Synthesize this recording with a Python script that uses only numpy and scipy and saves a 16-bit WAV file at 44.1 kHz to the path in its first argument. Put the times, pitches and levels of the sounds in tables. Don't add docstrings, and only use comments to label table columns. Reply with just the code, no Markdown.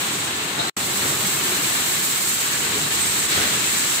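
import sys
import numpy as np
from scipy import signal
from scipy.fft import rfft, irfft
from scipy.io import wavfile
from scipy.ndimage import uniform_filter1d

SR = 44100
rng = np.random.default_rng(int(sys.argv[2]) if len(sys.argv) > 2 else 0)


def digitize_waveform(pressure):
    field = np.atleast_2d(pressure).T
    bounded = np.clip(field, -1, 1)
    quanta = np.round(bounded * 32767).astype(np.int16)
    wavfile.write(sys.argv[1], SR, quanta)


N = 176400

# (frequency [Hz], relative level [dB])
FRAME_SPECTRUM = [(25, -36), (40, -40), (60, -13.5), (85, -7), (130, -1), (235, -2), (320, .3), (420, -3),
                  (540, -13.5), (800, -42), (1600, -60)]
METAL_KNOCKS = dict(per_second=900, spread_db=3.1, decay_s=0.021, wash_db=2)
OPPOSITE_SIDES = np.array([[1], [-1]])


def undb(db):
    return 10 ** (np.asarray(db) / 20)


def unit(x):
    return x / np.sqrt(np.mean(x ** 2))


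def clock():
    return np.arange(N) / SR


def curve(rows, column=1):
    rows = np.array(rows)
    return np.interp(clock(), rows[:, 0], rows[:, column])


def response(points):
    hz, db = np.array(points).T
    all_hz = np.maximum(np.fft.rfftfreq(N, 1 / SR), 1)
    return np.interp(np.log(all_hz), np.log(hz), db)


def colour(x, spectrum):
    return unit(irfft(rfft(x) * undb(response(spectrum)), N))


def noise():
    return rng.standard_normal((2, N))


def drift(per_second):
    hold = int(SR / per_second)
    steps = np.repeat(rng.standard_normal(2048)[:N // hold + 1], hold)
    return unit(uniform_filter1d(uniform_filter1d(steps, hold), hold)[:N])


def tone(hz, wander, per_second):
    pitch_hz = hz * (1 + wander * drift(per_second))
    return np.sqrt(2) * np.sin(2 * np.pi * np.cumsum(pitch_hz) / SR)


def envelope(start, rise_s, decay_s):
    age = clock() - start
    return np.clip(age / rise_s, 0, 1) * np.exp(-np.maximum(age - rise_s, 0) / decay_s)


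def swell(start_s, length_s):
    progress = np.clip((clock() - start_s) / length_s, 0, 1)
    return 2 * np.sqrt(progress * (1 - progress))


def impacts(per_second, spread_db, decay_s, wash_db, places=4):
    size = undb(spread_db * np.minimum(rng.exponential(size=N), 5))
    push_or_pull = np.sign(rng.standard_normal(N))
    hits = (rng.random(N) < per_second / SR) * size * push_or_pull
    place = rng.integers(0, places, N)
    age = clock()[:SR // 10]
    heard = 0
    for k in range(places):
        echoes = rng.standard_normal((2, len(age))) * np.exp(-age / decay_s)
        heard = heard + signal.oaconvolve((hits * (place == k))[None], echoes, axes=1)[:, :N]
    return unit(unit(heard) + undb(wash_db) * noise())


def diffuse(pair, split_hz=520):
    middle, side = rfft(pair)
    alike = 1 / (1 + (np.fft.rfftfreq(N, 1 / SR) / split_hz) ** 6)
    mixed = middle * np.sqrt(1 + alike) + OPPOSITE_SIDES * side * np.sqrt(1 - alike)
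    return irfft(mixed, N) / np.sqrt(2)


def drives():
    # (time [s], relative level [dB])
    rumble_levels = [(0, -37), (.85, -36.5), (1.2, -35.5), (1.95, -37.5), (2.3, -40.5), (2.7, -36.5),
                     (3.25, -36.5), (3.55, -35.5), (4, -40)]
    # (pitch [Hz], level [dB], wander [fraction of pitch])
    motor_notes = [(150.1, -50.5, 0.039), (197.9, -49.5, 0.0123), (1754, -49, 0.0018)]
    middle, side = colour(noise(), FRAME_SPECTRUM)
    rumble = middle + undb(-20) * side * OPPOSITE_SIDES
    out = rumble * undb(1 + curve(rumble_levels))
    for hz, db, wander in motor_notes:
        hum = [tone(hz, wander, per_second=39.88) * (1 + 0.34 * drift(7.93)) for _ in range(2)]
        out = out + undb(db) * diffuse(np.array(hum))
    return out


def far_machines():
    # (time [s], relative level [dB])
    roar_levels = [(0, -37.5), (.85, -36.5), (1.5, -37), (2.15, -42), (2.8, -38.5), (3.2, -40), (4, -40.5)]
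    # (frequency [Hz], relative level [dB])
    roar_spectrum = [(150, -23), (420, -2), (800, 3), (1150, 3), (1700, -8), (4000, -38)]
    roar = colour(diffuse(noise()), roar_spectrum)
    return roar * undb(2 + curve(roar_levels) + 0.37 * drift(26.2))


def clatter():
    # (time [s], relative level [dB])
    din_levels = [(0, -32.5), (.55, -34), (.8, -33), (1.45, -31), (2.0, -31.5), (2.2, -32.5), (3.2, -31),
                  (3.6, -30.5), (4, -31)]
    # (frequency [Hz], relative level [dB])
    din_spectrum = [(300, -23.5), (600, -11), (900, -5), (1350, 0.4), (2250, 0.5), (4100, -0.1), (4500, -4),
                    (5000, -11.5), (7000, -11.5), (15000, -45)]
    knocks = colour(diffuse(impacts(**METAL_KNOCKS)), din_spectrum)
    flicker_db = .45 * drift(18)
    din = knocks + undb(-9.5) * ringing_metal()
    return din * undb(5.5 + curve(din_levels) + flicker_db)


def ringing_metal(per_second=110, decay_s=0.027, low_hz=1607.4, high_hz=4298):
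    out = np.zeros((2, N + SR))
    age = clock()[:SR // 5]
    fade_in = np.minimum(age / .002, 1)
    for when, pitch, size, left_phase, right_phase in rng.random((int(per_second * N / SR), 5)):
        hz = low_hz + pitch * (high_hz - low_hz)
        cycles = hz * age + np.array([[left_phase], [right_phase]])
        ring = np.sin(2 * np.pi * cycles) * np.exp(-age / decay_s)
        start = int(when * N)
        out[:, start:start + len(age)] += (.5 + size) * ring * fade_in
    return unit(out[:, :N])


def running_wire(turns_per_second=16.72, peak_s=1.033):
    # (time [s], relative hiss level [dB], relative sizzle level [dB])
    wire_levels = [(0, -32, -37.5), (.2, -32, -40), (.47, -34, -40.5), (.68, -34.5, -42.5),
                   (.78, -31, -36.5), (.93, -29, -33), (1.95, -27.5, -31), (2.35, -28, -31.5),
                   (2.55, -28, -34.5), (2.9, -28.5, -34), (3.07, -26.5, -33), (3.3, -27.5, -34),
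                   (3.8, -26, -32.5), (4, -28, -35.5)]
    # (frequency [Hz], relative level [dB])
    hiss_spectrum = [(2500, -37), (4400, -9.5), (5100, -11), (6100, -8.5), (6900, -4.5), (7500, -1.3),
                     (7900, 0), (8400, -6), (9000, -11.5), (13000, -26.5)]
    # (frequency [Hz], relative level [dB])
    sizzle_spectrum = [(6000, -23), (8500, -9), (9600, -3), (13500, 1.5), (15500, 0.5)]
    surge = np.cos(2 * np.pi * turns_per_second * (clock() - peak_s))
    flicker_db = 0.64 * drift(24.64)
    scrapes = dict(per_second=2500, spread_db=2.1, decay_s=0.0045, wash_db=2)
    hiss = colour(impacts(**scrapes), hiss_spectrum)
    sizzle = colour(impacts(**scrapes), sizzle_spectrum)
    hiss_db = 3.5 + curve(wire_levels, column=1) + .45 * surge + flicker_db
    sizzle_db = 5 + curve(wire_levels, column=2) + .9 * surge + flicker_db
    return hiss * undb(hiss_db) + sizzle * undb(sizzle_db)


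def heavy_strokes():
    # (start [s], rise [s], decay [s], boom [dB], knock [dB], crash [dB])
    strokes = [(.562, .028, .13, -32.5, -29.5, -28), (1.02, .018, .11, -33, -30, -33),
               (2.745, .015, .08, -33.5, -38, -40), (3.305, .014, .18, -48, -35, -23.3),
               (3.35, .025, .15, -36.5, -32.5, -37)]
    # (frequency [Hz], relative level [dB])
    knock_spectrum = [(200, -18), (450, -0.5), (720, 1), (1000, -5.5), (1350, 4), (2500, -29)]
    # (frequency [Hz], relative level [dB])
    crash_spectrum = [(300, -17), (900, -8.5), (1900, 4), (2900, 0), (4000, 2.5), (4900, -4), (15000, -32)]
    boom = colour(diffuse(noise()), FRAME_SPECTRUM)
    knock = colour(diffuse(noise()), knock_spectrum)
    crash = colour(impacts(**METAL_KNOCKS), crash_spectrum)
    out = 0
    for start, rise_s, decay_s, boom_db, knock_db, crash_db in strokes:
        stroke = undb(boom_db) * boom + undb(knock_db) * knock + undb(crash_db) * crash
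        out = out + envelope(start, rise_s, decay_s) * stroke
    return out


def steel_clinks(rise_s=.008):
    # (start [s], pitch [Hz], level [dB], decay [s])
    clinks = [(.585, 694, -27.5, .04), (.583, 872, -31, .03), (.59, 3790, -25, .022), (.59, 4090, -29, .03),
              (.668, 4090, -29.5, .04)]
    out = 0
    for start, hz, db, decay_s in clinks:
        ring = np.array([tone(hz, wander=.007, per_second=300) for _ in range(2)])
        out = out + undb(db) * envelope(start, rise_s, decay_s) * ring
    return out


def frame_clunks(rise_s=.014, decay_s=.045):
    # (start [s], pitch [Hz], level [dB])
    clunks = [(1.07, 135, -32), (1.225, 195, -33), (1.445, 345, -33), (1.51, 382, -32), (1.575, 310, -33),
              (2.75, 410, -32.5), (2.805, 150, -30), (3.362, 85, -34)]
    return sum(undb(db) * envelope(start, rise_s, decay_s) * tone(hz, wander=.06, per_second=100)
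               for start, hz, db in clunks)


def air_gusts():
    # (frequency [Hz], relative level [dB])
    gust_spectrum = [(35, -28), (80, 3), (220, -34)]
    gusts = colour(noise(), gust_spectrum) * undb(-47.5 + 2 * drift(10))
    return gusts * swell(start_s=2.52, length_s=.96)


def wire_squeal():
    # (start [s], length [s], level [dB])
    bursts = [(2.995, .055, -25.5), (3.05, .095, -29), (3.175, .04, -30.5)]
    note = tone(hz=8265, wander=.0012, per_second=150) * (1 + 0.3 * drift(59.6))
    note = note * sum(undb(db) * swell(start, length) for start, length, db in bursts)
    return np.array([np.roll(note, 1), note])


def scene():
    steady = drives() + far_machines() + clatter() + running_wire()
    return steady + heavy_strokes() + frame_clunks() + steel_clinks() + wire_squeal() + air_gusts()


def record(dry):
    # (frequency [Hz], left minus right [dB])
    side_balance = [(200, -0.5), (380, 3), (570, 3.5), (850, 1.5), (1300, 3), (1800, 3.5), (3000, 1.5),
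                    (4000, 6), (4900, 0.5), (6700, 2), (7900, -6), (8600, -8.5), (10500, -3), (15000, 1)]
    # (time [s], half width [s], level change [dB])
    dips = [(2.895, .014, -2.5), (3.275, 0.0099, -2.5)]
    coloured = irfft(rfft(dry) * undb(OPPOSITE_SIDES * response(side_balance) / 2), N)
    t = clock()
    off_s, on_s, floor_db = .698, .767, -56
    cutout_times = [off_s - .002, off_s + .003, off_s + .025, on_s - .004, on_s]
    cutout_db = np.interp(t, cutout_times, [0, floor_db / 2, floor_db, floor_db, 0])
    dips_db = sum(db * np.exp(-((t - at) / width) ** 2) for at, width, db in dips)
    treble_cut = signal.ellip(10, .2, 70, 15550, fs=SR, output="sos")
    return signal.sosfilt(treble_cut, coloured * undb(cutout_db + dips_db))


dry = scene()
out = record(dry)
digitize_waveform(out)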